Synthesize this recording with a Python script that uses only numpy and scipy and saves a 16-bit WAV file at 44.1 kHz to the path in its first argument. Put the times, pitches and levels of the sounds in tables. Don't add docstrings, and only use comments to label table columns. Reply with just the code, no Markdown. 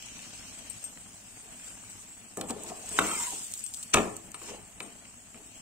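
import sys
import numpy as np
from scipy import signal
from scipy.fft import rfft, irfft, next_fast_len
from scipy.io import wavfile
from scipy.ndimage import uniform_filter1d

SR = 44100
rng = np.random.default_rng(int(sys.argv[2]) if len(sys.argv) > 2 else 0)


def store_pcm(level_fs):
    pcm = np.round(np.clip(level_fs, -1, 1) * 32767).astype(np.int16)
    wavfile.write(sys.argv[1], SR, np.atleast_2d(pcm).T)


def elevation(decibels):
    levels = np.asarray(decibels, float)
    return 10 ** (levels / 20)


N = 247401

# peak_s, crack_db, pan_ring_db, ring_t60_s, rise_s
BLOWS = [(2.371, -35, -33, 0.46, 0.00098), (2.414, -32.5, -48, 0.37, 0.0013), (2.508, -41, -41, 1, 0.011),
         (2.7, -40, -43.5, 0.11, 0.0033), (2.988, -6.5, -26.5, 0.39, 0.0016),
         (3.325, -52, -46.5, 0.3, 0.0023), (3.943, -8, -20, 0.34, 0.0044),
         (3.971, -11.5, -24, 0.18, 0.0028), (3.983, -17.5, -25, 0.44, 0.00192),
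         (4.344, -32, -54, 0.15, 0.0024), (4.416, -37.5, -48.5, 0.34, 0.0019),
         (4.806, -31.5, -43.5, 0.53, 0.00077), (5.345, -51, -49.5, 0.58, 0.0036)]
# pitch_hz, width_hz, level_db
BLADE_EDGE = [(1000, 95, 3.5), (1283, 96, 7.5), (1760, 83, -5), (1870, 110, -20), (2200, 410, -1),
              (2710, 200, 1), (3120, 65, 1), (3450, 190, -6), (3730, 290, -3)]
# pitch_hz, level_db, t60_s
PAN_MODES = [(102, -43, 0.32), (199.7, -11.5, 0.86), (241, -4, 0.28), (350, 3, 0.34), (427.5, 1, 0.34),
             (450, 5.5, 0.094), (563, -14.5, 0.16), (684, -2, 0.17), (870, -10, 0.19), (890, -26, 0.49),
             (1068, -1, 0.16), (1180, -0.5, 0.1), (1330, -19, 0.49), (1755, 0.5, 0.16), (1890, -47, 0.35),
             (2260, -12, 0.3), (2760, -38, .3)]
# pitch_hz, level_db (per Hz)
STOVE_THUD = [(12, -53), (20, -37), (70, -20), (100, -14), (188, -3), (260, -2.5), (351, -2.5), (508, -1),
              (702, 2), (884, -5), (1090, -3), (1810, -21.5), (5000, -48), (6500, -75), (11000, -120)]
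HARD_HZ, DB_PER_OCTAVE = 2280, 25

# peak_s, pressure_db, rise_s, fall_s, blade_hz
RUBS = [
    (2.385, -39, 0.014, 0.013, 800),
    (2.424, -42, 0.016, 0.012, 726),
    (2.502, -37, 0.028, 0.022, 760),
    (2.71, -44.5, 0.22, 0.077, 697),
    (3.334, -52, 0.043, 0.011, 825),
    (1.45, -59, 0.05, 0.071, 720),
    (4.53, -45, 0.1, 0.042, 465),
    (5.36, -62, 0.041, 0.13, 820),
]
# peak_s, pressure_db, rise_s, fall_s, blade_hz
DRAGS = [
    (2.97, -44.5, 0.088, 0.071, 1090),
    (3.012, -35, 0.019, 0.063, 1110),
    (3.1, -42, 0.093, 0.085, 1280),
    (3.22, -57, 0.093, 0.096, 930),
    (4.36, -57, .01, 0.028, 900),
    (4.49, -48.5, 0.11, 0.094, 950),
]
RUB_UPPER_DB, DRAG_UPPER_DB, UPPER_HZ = -24, -5, 2345
SAG_PER_S, SAG_FLOOR = 1.42, 0.73
UPPER_SAG = 0.3
# peak_s, level_db, rise_s, fall_s, pitch_hz
CAUGHT_NOTES = [(2.385, -41, 0.0093, 0.0073, 700), (2.389, -45, 0.0084, 0.03, 268),
                (2.44, -38.5, 0.043, 0.006, 474), (2.509, -44.5, 0.0097, 0.025, 930),
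                (2.51, -40, .015, 0.022, 240), (2.51, -37.5, .015, 0.011, 459),
                (2.565, -44, 0.018, 0.016, 430), (2.595, -49.5, 0.021, 0.013, 238),
                (2.645, -54, 0.017, 0.01, 895), (2.72, -41.5, 0.029, 0.01, 727),
                (2.752, -48, 0.012, 0.014, 720), (2.845, -50, 0.022, 0.0092, 720),
                (2.941, -45.5, 0.032, 0.014, 437), (3.02, -44, 0.016, 0.034, 1308),
                (3.075, -43.5, 0.025, 0.033, 2200), (3.1, -36, 0.048, 0.04, 1333),
                (3.115, -42, 0.038, 0.027, 3200), (3.13, -42, 0.028, 0.025, 910),
                (3.145, -41.5, 0.027, 0.018, 2365), (3.18, -45.5, 0.041, 0.043, 2100),
                (3.204, -39.5, 0.029, 0.022, 967), (3.209, -48, 0.013, .02, 3120),
                (3.24, -46, 0.018, 0.014, 2110), (3.264, -41.5, .015, 0.02, 995),
                (3.33, -46.5, 0.014, 0.007, 784), (3.99, -29, 0.017, 0.013, 350),
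                (4.83, -53.5, .02, 0.059, 231.3), (4.0, -43.5, 0.033, 0.083, 102),
                (4.25, -56, 0.084, 0.046, 328.7)]
NOTE_WIDTH_HZ, NOTE_SAG_PER_S = 57, 0.54

# pitch_hz, level_db (per Hz)
FIZZ_COLOUR = [(2060, -34), (3500, -19), (3680, -19.5), (3870, -20.5), (4100, -19.5), (4400, -19.5),
               (6120, -17), (6610, -10), (7800, -2), (8530, -4), (9620, -17), (11700, -22), (14000, -23),
               (16000, -25.5)]
# pitch_hz, level_db (per Hz)
HISS_COLOUR = [(530, -10.5), (900, -11), (1530, -7), (2220, -7), (2390, -2), (3010, -2.5), (3470, -9),
               (4710, -9), (6500, -1.5), (8450, -6.5), (14300, -120)]
# pitch_hz, level_db
WET_TILT = [(1500, -4), (3000, 1.5), (3600, 3.5), (5000, 3.5), (6500, 3.5), (9000, -16.5), (13000, 0)]
# (relative to fizz, added to HISS_DB)
HEAT = [(0, -52, 8), (.2, -48, -3), (.44, -48.5, 5), (.84, -47, 1), (.95, -49, -2.5), (1.55, -49, 0.5),
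        (2.0, -47.5, 3.5), (2.36, -52, 0), (2.6, -49, -0.5), (2.95, -46.5, 6.5), (3.4, -50, -8),
        (3.7, -55, 1), (4.0, -52, 10.5), (4.3, -53.5, 0), (4.8, -52, 0), (5.2, -52.5, -0.5),
        (5.61, -50.5, 6)]
# peak_s, fizz_db, rise_s, fall_s, hiss_db (relative to fizz)
SURGES = [(1.7, -47.5, 0.37, 0.039, -2), (2.385, -44, 0.02, 0.03, -10), (2.499, -37, 0.034, 0.015, -7),
          (2.699, -43, 0.21, 0.018, -2), (2.981, -44, 0.057, 0.042, 8), (3.06, -32.5, 0.4, 0.47, -6.5),
          (3.201, -34.5, 0.25, 0.14, -9), (3.77, -45.5, .07, 0.13, -12), (3.939, -41, 0.0079, 0.0052, 23),
          (3.957, -34, 0.0099, 0.065, 2.5), (4.392, -47.5, 0.03, 0.05, -16),
          (4.425, -43, 0.036, 0.078, -11), (4.5, -52, 0.26, 0.1, 6), (4.821, -57, 0.027, 0.34, 1.5),
          (5.05, -61, 0.16, 0.043, 6)]
HISS_DB, FRESH_DB, DRYING_S = -10, 13, 0.62
HISS_FALL = 0.63

# start_s, peak_db, pan_db (left minus right)
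SPITS = [(0.059, -36, 7), (0.183, -39, 11), (1.644, -37, -8), (1.9, -39, 8), (2.372, -26.5, -3),
         (2.487, -34, -13), (2.62, -35, -1), (3.067, -21, 1), (2.635, -30, -7), (2.814, -46, 10),
         (2.892, -34, -1), (2.926, -29, 5), (2.959, -41, -3), (2.991, -19, 5), (3.599, -35, 7),
         (3.668, -42, 7), (3.8336, -28, -6), (4.1653, -39, -7), (2.378, -34, -2), (4.801, -38, 0)]
# start_s, peak_db, pan_db
SPLASHES = [
    (0.0233, -40.5, 6),
    (2.413, -31, -4),
    (2.505, -26, -5),
    (3.543, -33, -2),
    (3.743, -27.5, 10),
    (3.8295, -30, 6),
    (3.939, -14.5, 1),
    (3.942, -10.5, 1.5),
    (4.342, -34, -2.1),
]
SPIT_HZ, SPIT_S = 5750, 0.0016
SPLASH_HZ, SPLASH_S = 2850, 0.00223
# start_s, peak_db, lowest_hz, pan_db
CRACKLES = [(0.0235, -32, 2980, 5), (0.222, -38, 3500, 11), (2.369, -33, 5500, 0),
            (2.4114, -21.5, 2500, -1), (2.532, -40, 6000, 2), (2.7948, -45, 6000, -2),
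            (2.859, -30, 6000, 1), (2.8902, -26, 5500, 0), (2.981, -27, 5500, 0), (3.0715, -29, 6500, 1),
            (3.3058, -25.5, 5590, -8), (3.3925, -29, 5500, -1), (3.4478, -35, 5500, 0),
            (3.4673, -30, 5500, 2), (3.5147, -28, 5500, -3), (3.5215, -26, 5500, 0),
            (3.5378, -19.5, 2540, 0), (3.5535, -31, 5500, 0), (3.576, -28, 5000, -2),
            (3.5925, -26.5, 4500, -4), (3.6065, -29, 4200, -3), (3.6638, -23, 3200, 3),
            (3.7385, -25, 2500, 5), (3.752, -35, 4510, 4), (3.7701, -36, 5500, 8), (3.828, -27, 2500, 3),
            (4.1657, -27, 4460, -3), (4.317, -33, 5000, 4), (4.4195, -37, 5000, 1), (4.4575, -37, 5500, 1),
            (4.9246, -42, 6000, -1), (5.4619, -43, 6000, -1)]
CRACKLE_S = 0.0015
# pitch_hz, level_db
CRACKLE_TOP = [(6500, -2), (8200, 7.5), (9800, -12), (12500, -11.5), (15500, -18.5)]
# start_s, peak_db, centre_hz
TICKS = [(0.025, -34.5, 2730), (0.0867, -37, 2330), (0.192, -34.5, 2620), (0.409, -46, 1500),
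         (0.524, -43, 980), (.663, -41, 1900), (0.592, -38, 2850), (0.974, -38.5, 1830), (1.403, -46, 1510),
         (1.515, -59, 2020), (1.598, -42, 2000), (1.838, -44, 1200), (2.413, -27, 3450),
         (4.8015, -38, 2800), (4.8045, -21.5, 2540), (4.8047, -27.5, 3460), (4.8045, -34, 1650),
         (4.345, -37, 2900), (4.3455, -41, 4000), (4.352, -42, 3300), (3.607, -45, 2300),
         (4.8082, -36, 880), (5.054, -41, 2270), (5.345, -39, 2200)]
TICK_WIDTH, TICK_S = 0.65, 0.0013

# start_s, peak_db, t60_s, upper_modes_db, pan_db
TINKLES = [
    (0.588, -49, 0.13, -13, 16),
    (0.6986, -40.5, 0.15, -17, 19.5),
    (0.8403, -35, 0.22, -16, 6.5),
    (2.4694, -48, 0.21, -19, -1),
    (3.639, -36.5, 0.15, -23, 18),
    (4.344, -42.5, 0.14, -28, 15.5),
    (4.8015, -45, 0.06, -10, 5),
    (4.8165, -48, 0.23, -22, 12),
    (4.8266, -43.5, 0.18, -22, 10),
    (0.8268, -44, 0.15, -18, 5),
]
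# pitch_hz, level_db, t60_share
TINKLE_MODES = [(8410, 3.5, 0.65), (12200, -13, 0.25), (7560, -6.5, 0.48), (14500, -19, .5),
                (5880, -34, 0.4)]

# time_s, level_db
RUMBLE = [(0, -58.5), (.5, -57.5), (1.1, -59), (1.36, -60.5), (1.45, -56), (1.7, -58), (2.0, -60),
          (2.6, -59.5), (3.3, -56.5), (3.6, -62.5), (3.9, -61.5), (4.2, -58.5), (4.6, -58.5), (5.2, -61),
          (5.61, -60.5)]
# pitch_hz, level_db (per Hz)
RUMBLE_COLOUR = [(12, -29.5), (20, 0), (38, -5.5), (54, 6), (74, -11), (103, 4), (134, -8), (160, -1.5),
                 (240, 1), (312, -6), (398, -14.5), (431, -8), (487, -15), (660, -7), (1160, -13),
                 (2500, -13.5), (3250, -15.5), (5500, -120)]
# pitch_hz, likeness (0 to 1)
LIKENESS = [(60, 1), (150, 0.78), (380, 1), (950, 0.75), (2380, 0.15), (5980, 0.041), (15000, 0.033)]
# pitch_hz, t60_s
KITCHEN = [(150, 0.22), (600, 0.4), (2000, 0.46), (6000, 0.05), (14000, 0.27)]

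# pitch_hz, level_db
PORT_DB = [(60, 2), (110, 3.5), (200, 5), (380, 3.5), (700, 2), (1290, -1), (2380, 4.5), (4400, 1),
           (8120, 1), (15000, 3.5)]
# pitch_hz, phase_rad
PORT_LEAD = [(60, 0.85), (500, -0.68), (1200, -0.94), (2500, -1.3), (5000, -1.94), (9000, -1),
             (15000, -7.5)]
# pitch_hz, level_db
TOP_EDGE = [(15700, 0), (16000, -22), (16600, -30), (16750, -100)]
# pitch_hz, share (of surrounding power below which a spot is shut)
GATE_SHARE = [(1000, 0.05), (1500, .3), (3000, .35), (3600, .78), (6300, .78), (7500, .62), (9000, .66),
              (10000, .84), (16000, .86)]
GATE_DB = -36
SUDDEN = 1.5


def evened(x):
    return x / np.sqrt(np.mean(x ** 2) + 1e-20)


def read(points, hz):
    f, value = np.transpose(points)
    return np.interp(np.log(hz + 1), np.log(f + 1), value)


def follow(rows, column):
    rows = np.array(rows)
    return np.interp(np.arange(N) / SR, rows[:, 0], rows[:, column])


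def add(mix, s, sound):
    part = mix[..., max(round(s * SR), 0):][..., :sound.shape[-1]]
    part += sound[..., :part.shape[-1]]


def placed(peak_db, pan_db):
    return elevation(peak_db + pan_db * np.array([[.5], [-.5]]))


def burst(rise, fall, length):
    t = np.arange(round(length * SR)) / SR - rise
    return np.where(t < 0, np.exp(3 * np.minimum(t, 0) / rise), np.exp(-np.maximum(t, 0) / fall))


def colour(x, points):
    size = next_fast_len(x.shape[-1])
    gain = elevation(read(points, np.fft.rfftfreq(size, 1 / SR)))
    return evened(irfft(rfft(x, size) * gain, size)[..., :x.shape[-1]])


def causal(points):
    level_db = read(points, abs(np.fft.fftfreq(8192, 1 / SR)))
    log_gain = np.log(elevation(np.maximum(level_db, -100)))
    taps = np.fft.ifft(np.exp(np.conj(signal.hilbert(log_gain)))).real[:4096]
    return taps / np.linalg.norm(taps)


def resonate(x, hz, width):
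    turn = np.exp(2j * np.pi * np.cumsum(hz * np.ones(len(x))) / SR)
    r = np.exp(-np.pi * abs(width) / SR)
    return 2 * (turn * signal.lfilter([1 - r], [1, -r], x / turn)).real


def dull(x, hz):
    return signal.sosfilt(signal.butter(2, np.clip(hz, 100, 15000), fs=SR, output="sos"), x)


def bed(points, patch_db, flicker_db):
    frames, hz = N // 128 + 5, np.fft.rfftfreq(512, 1 / SR)
    a, b, c, d, patches = rng.standard_normal((frames, 257, 5)).T
    patches = evened(uniform_filter1d(uniform_filter1d(patches, 6, 0), 16, 1))
    flicker = evened(uniform_filter1d(rng.standard_normal(frames), 4))
    same = np.clip(read(LIKENESS, hz), -1, 1)[:, None]
    left = a + 1j * b
    right = same * left + np.sqrt(1 - same ** 2) * (c + 1j * d)
    z = np.array([left, right]) * elevation(patch_db * patches + flicker_db * flicker)
    return colour(signal.istft(z, nperseg=512, noverlap=384)[1][:, :N], points)


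def pan_body(damping, thud_db):
    t = np.arange(SR // 3) / SR
    modes = sum(elevation(db - 60 * damping * t / t60) * np.sin(2 * np.pi * hz * t) for hz, db, t60 in PAN_MODES)
    modes /= np.linalg.norm(modes)
    modes[:4096] += elevation(thud_db) * causal(STOVE_THUD)
    return modes / np.linalg.norm(modes)


def blows():
    out, body = np.zeros(N), pan_body(3.75, -0.36)
    for s, crack_db, ring_db, t60, rise in BLOWS:
        rise = max(rise, 3e-4)
        top_hz = HARD_HZ * 2 ** (crack_db / DB_PER_OCTAVE)
        hit = rng.standard_normal(SR // 2) * burst(rise, 0.0027 + 0.6 * rise, .5)
        hit[round(rise * SR)] += 5
        crack = np.zeros(len(hit))
        for k, (hz, width, db) in enumerate(BLADE_EDGE):
            mode = resonate(resonate(hit, hz, 1.95 * width), hz, 1260)
            crack += (-1) ** k * elevation(db) * mode
        rattle = rng.standard_normal(SR // 2) * burst(rise + 0.0013, max(t60, .02) / np.log(1000), .5)
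        ring = signal.oaconvolve(dull(rattle, top_hz), body)[:SR // 2]
        ring /= 2 * np.sqrt(np.mean(ring[:2000] ** 2))
        add(out, s - rise, elevation(crack_db) * crack / abs(crack).max() + elevation(ring_db + 0.5) * ring)
    return out


def blade_overtones(grit, hz):
    upper = np.zeros(len(grit))
    for k, db in [(1, -8), (1.16, -2), (1.33, -12)]:
        upper += elevation(db) * evened(resonate(resonate(grit, k * hz, 90), k * hz, 160))
    return evened(upper + elevation(9.0) * evened(resonate(grit, 2500, 920)))


def scraping():
    out, body = np.zeros(N), pan_body(0.83, -5.5)
    strokes = [(*row, RUB_UPPER_DB) for row in RUBS] + [(*row, DRAG_UPPER_DB) for row in DRAGS]
    for s, pressure_db, rise, fall, top_hz, upper_db in strokes:
        pressure = burst(rise, fall, rise + 5 * fall)
        t = np.arange(len(pressure)) / SR
        hz = top_hz * np.clip(1 - SAG_PER_S * abs(t - rise), SAG_FLOOR, 1)
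        upper_hz = UPPER_HZ * (1 - UPPER_SAG * SAG_PER_S * (t - rise))
        noise = rng.standard_normal((2, SR))[:, :len(t)]
        slips = elevation(2.6 * evened(uniform_filter1d(noise[0], 500)))
        grit = slips * noise[1] * elevation(2.1 * rng.exponential(1, SR)[:len(t)])
        blade = evened(resonate(resonate(grit, hz, 120), hz, 146))
        pan = evened(signal.oaconvolve(dull(grit, 1440), body)[:len(t)])
        sound = evened(elevation(-1.5) * blade + pan) + elevation(upper_db) * blade_overtones(grit, upper_hz)
        add(out, s - rise, elevation(pressure_db) * pressure * sound)
    return out


def caught_notes():
    out = np.zeros(N)
    for s, db, rise, fall, hz in CAUGHT_NOTES:
        shape = burst(rise, fall, rise + 5 * fall)
        t = np.arange(len(shape)) / SR - rise
        drive = rng.standard_normal(SR // 2)[:len(t)]
        path_hz = hz * (1 - NOTE_SAG_PER_S * t)
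        steady = np.sin(2 * np.pi * np.cumsum(path_hz) / SR)
        rough = evened(resonate(drive, path_hz, NOTE_WIDTH_HZ))
        add(out, s - rise, elevation(db) * shape * (steady + 1.04 * rough))
    return out


def frying():
    size = elevation(4.2 * np.minimum(rng.exponential(1, N), 5)) * (rng.random(N) < 900 / SR)
    side = rng.random(N)
    bubbles = colour(size * rng.choice([-1, 1], N) * np.array([side, 1 - side]), FIZZ_COLOUR)
    fizz = evened(bed(FIZZ_COLOUR, 3.3, 0.56) + 0.29 * bubbles)
    hiss = bed(HISS_COLOUR, 2.93, 1.27)
    wet_hiss = colour(hiss[:, ::-1], WET_TILT)
    fizz_power = elevation(follow(HEAT, 1)) ** 2
    hiss_power = fizz_power * elevation(HISS_DB + follow(HEAT, 2)) ** 2
    wet = np.sqrt(fizz_power) * elevation(HISS_DB + FRESH_DB) * np.exp(-np.arange(N) / SR / DRYING_S)
    for s, db, rise, fall, hiss_db in SURGES:
        length = rise + 6 * fall
        add(fizz_power, s - rise, (elevation(db) * burst(rise, fall, length)) ** 2)
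        add(hiss_power, s - rise, (elevation(db + hiss_db) * burst(rise, HISS_FALL * fall, length)) ** 2)
    return np.sqrt(fizz_power) * fizz + np.sqrt(hiss_power) * hiss + wet * wet_hiss


def spits():
    out = np.zeros((2, N))
    drops = [(*row, SPIT_HZ, SPIT_S) for row in SPITS] + [(*row, SPLASH_HZ, SPLASH_S) for row in SPLASHES]
    for s, peak_db, pan_db, low_hz, length in drops:
        noise = rng.standard_normal((3, 2000))
        snap = burst(1.09 * length, length, 2000 / SR)
        sputter = 0.23 * burst(0.005, 1.5 * length, 2000 / SR)
        tick = (noise[0] + 0.15 * noise[1:]) * (snap + sputter)
        tick[:, round(0.79 * length * SR)] += 4
        shape = causal([(0.94 * low_hz, -36), (low_hz, -12), (6500, -9), (8200, 0), (9800, -13),
                        (12500, -20), (15500, -27)])
        tick = signal.oaconvolve(tick, shape[None, :512], axes=1)
        add(out, s - .5 * length, placed(peak_db, pan_db) * tick / abs(tick.mean(0)).max())
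    return out


def crackles():
    out = np.zeros((2, N))
    for s, peak_db, low_hz, pan_db in CRACKLES:
        noise = rng.standard_normal((3, 600))
        snap = (noise[0] + 0.25 * noise[1:]) * burst(0.00023, CRACKLE_S, 600 / SR)
        snap[:, 12] += 1.6
        shape = causal([(0.69 * low_hz, -34), (min(low_hz, 6400), -11)] + CRACKLE_TOP)
        snap = signal.oaconvolve(snap, shape[None, :256], axes=1)
        add(out, s, placed(peak_db, pan_db) * snap / abs(snap.mean(0)).max())
    return out


def crust_ticks():
    out = np.zeros(N)
    for s, peak_db, hz in TICKS:
        click = 0.3 * rng.standard_normal(1000) * burst(0.00016, TICK_S, 1000 / SR)
        click[8] -= 2
        click = resonate(resonate(click, hz, TICK_WIDTH * hz), hz, TICK_WIDTH * hz)
        add(out, s, elevation(peak_db) * click / abs(click).max())
    return out


def tinkles():
    out, t = np.zeros((2, N)), np.arange(SR // 5) / SR
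    for s, peak_db, t60, upper_db, pan_db in TINKLES:
        phase = 2 * np.pi * rng.random((len(TINKLE_MODES), 2, 1))
        ring = np.zeros((2, len(t)))
        for k, (hz, db, share) in enumerate(TINKLE_MODES):
            level_db = db + (upper_db + 17.5) * (k > 0) - 60 * t / (t60 * share)
            ring += elevation(level_db) * np.sin(2 * np.pi * hz * t + phase[k])
        add(out, s, placed(peak_db, pan_db) * ring * np.minimum(t / 0.00025, 1))
    return out


def burner():
    return elevation(follow(RUMBLE, 1) + 3.0) * bed(RUMBLE_COLOUR, 1.07, 2.55)


def kitchen(x):
    taps = np.zeros((2, SR // 2))
    at = np.arange(120, SR // 2 - 20, 20) + rng.integers(0, 20, (2, (SR // 2 - 121) // 20))
    np.put_along_axis(taps, at, rng.choice([-1., 1.], at.shape), 1)
    hz, t, z = signal.stft(taps, SR, nperseg=256)
    tail = signal.istft(z * elevation(-60 * t / read(KITCHEN, hz)[:, None]), SR, nperseg=256)[1]
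    return signal.fftconvolve(x, tail / np.linalg.norm(tail[0]), axes=1)[:, :N]


def scene():
    near = blows() + scraping() + caught_notes() + spits() + crackles() + crust_ticks() + tinkles()
    return near + elevation(-10.5) * kitchen(near) + frying() + burner()


def microphones(x):
    size = next_fast_len(N + 4096)
    hz, half = np.fft.rfftfreq(size, 1 / SR), np.array([[.5], [-.5]])
    gain = elevation(half * read(PORT_DB, hz) + read(TOP_EDGE, hz))
    ports = gain * np.exp(1j * half * read(PORT_LEAD, hz))
    return irfft(rfft(x, size) * ports, size)[:, :N]


def noise_suppression(x):
    z, hz = signal.stft(x, nperseg=1024, noverlap=768)[2], np.fft.rfftfreq(1024, 1 / SR)
    power = (abs(z) ** 2).mean(0)
    spot = uniform_filter1d(uniform_filter1d(power, size=3, axis=0), size=6, axis=1)
    around = uniform_filter1d(uniform_filter1d(power, size=19, axis=0), size=6, axis=1)
    treble = np.sqrt(power[hz > 1500]).mean(0) ** 2
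    calm = treble < SUDDEN * uniform_filter1d(treble, size=25)
    shut = calm & (spot < read(GATE_SHARE, hz)[:, None] * around)
    return signal.istft(z * np.where(shut, elevation(GATE_DB), 1), nperseg=1024, noverlap=768)[1][:, :N]


def top_cut(x):
    return signal.sosfilt(signal.butter(12, 16690, fs=SR, output="sos"), x)


def record(dry):
    mix = noise_suppression(microphones(dry))
    return top_cut(mix)


dry = scene()
out = record(dry)
store_pcm(out)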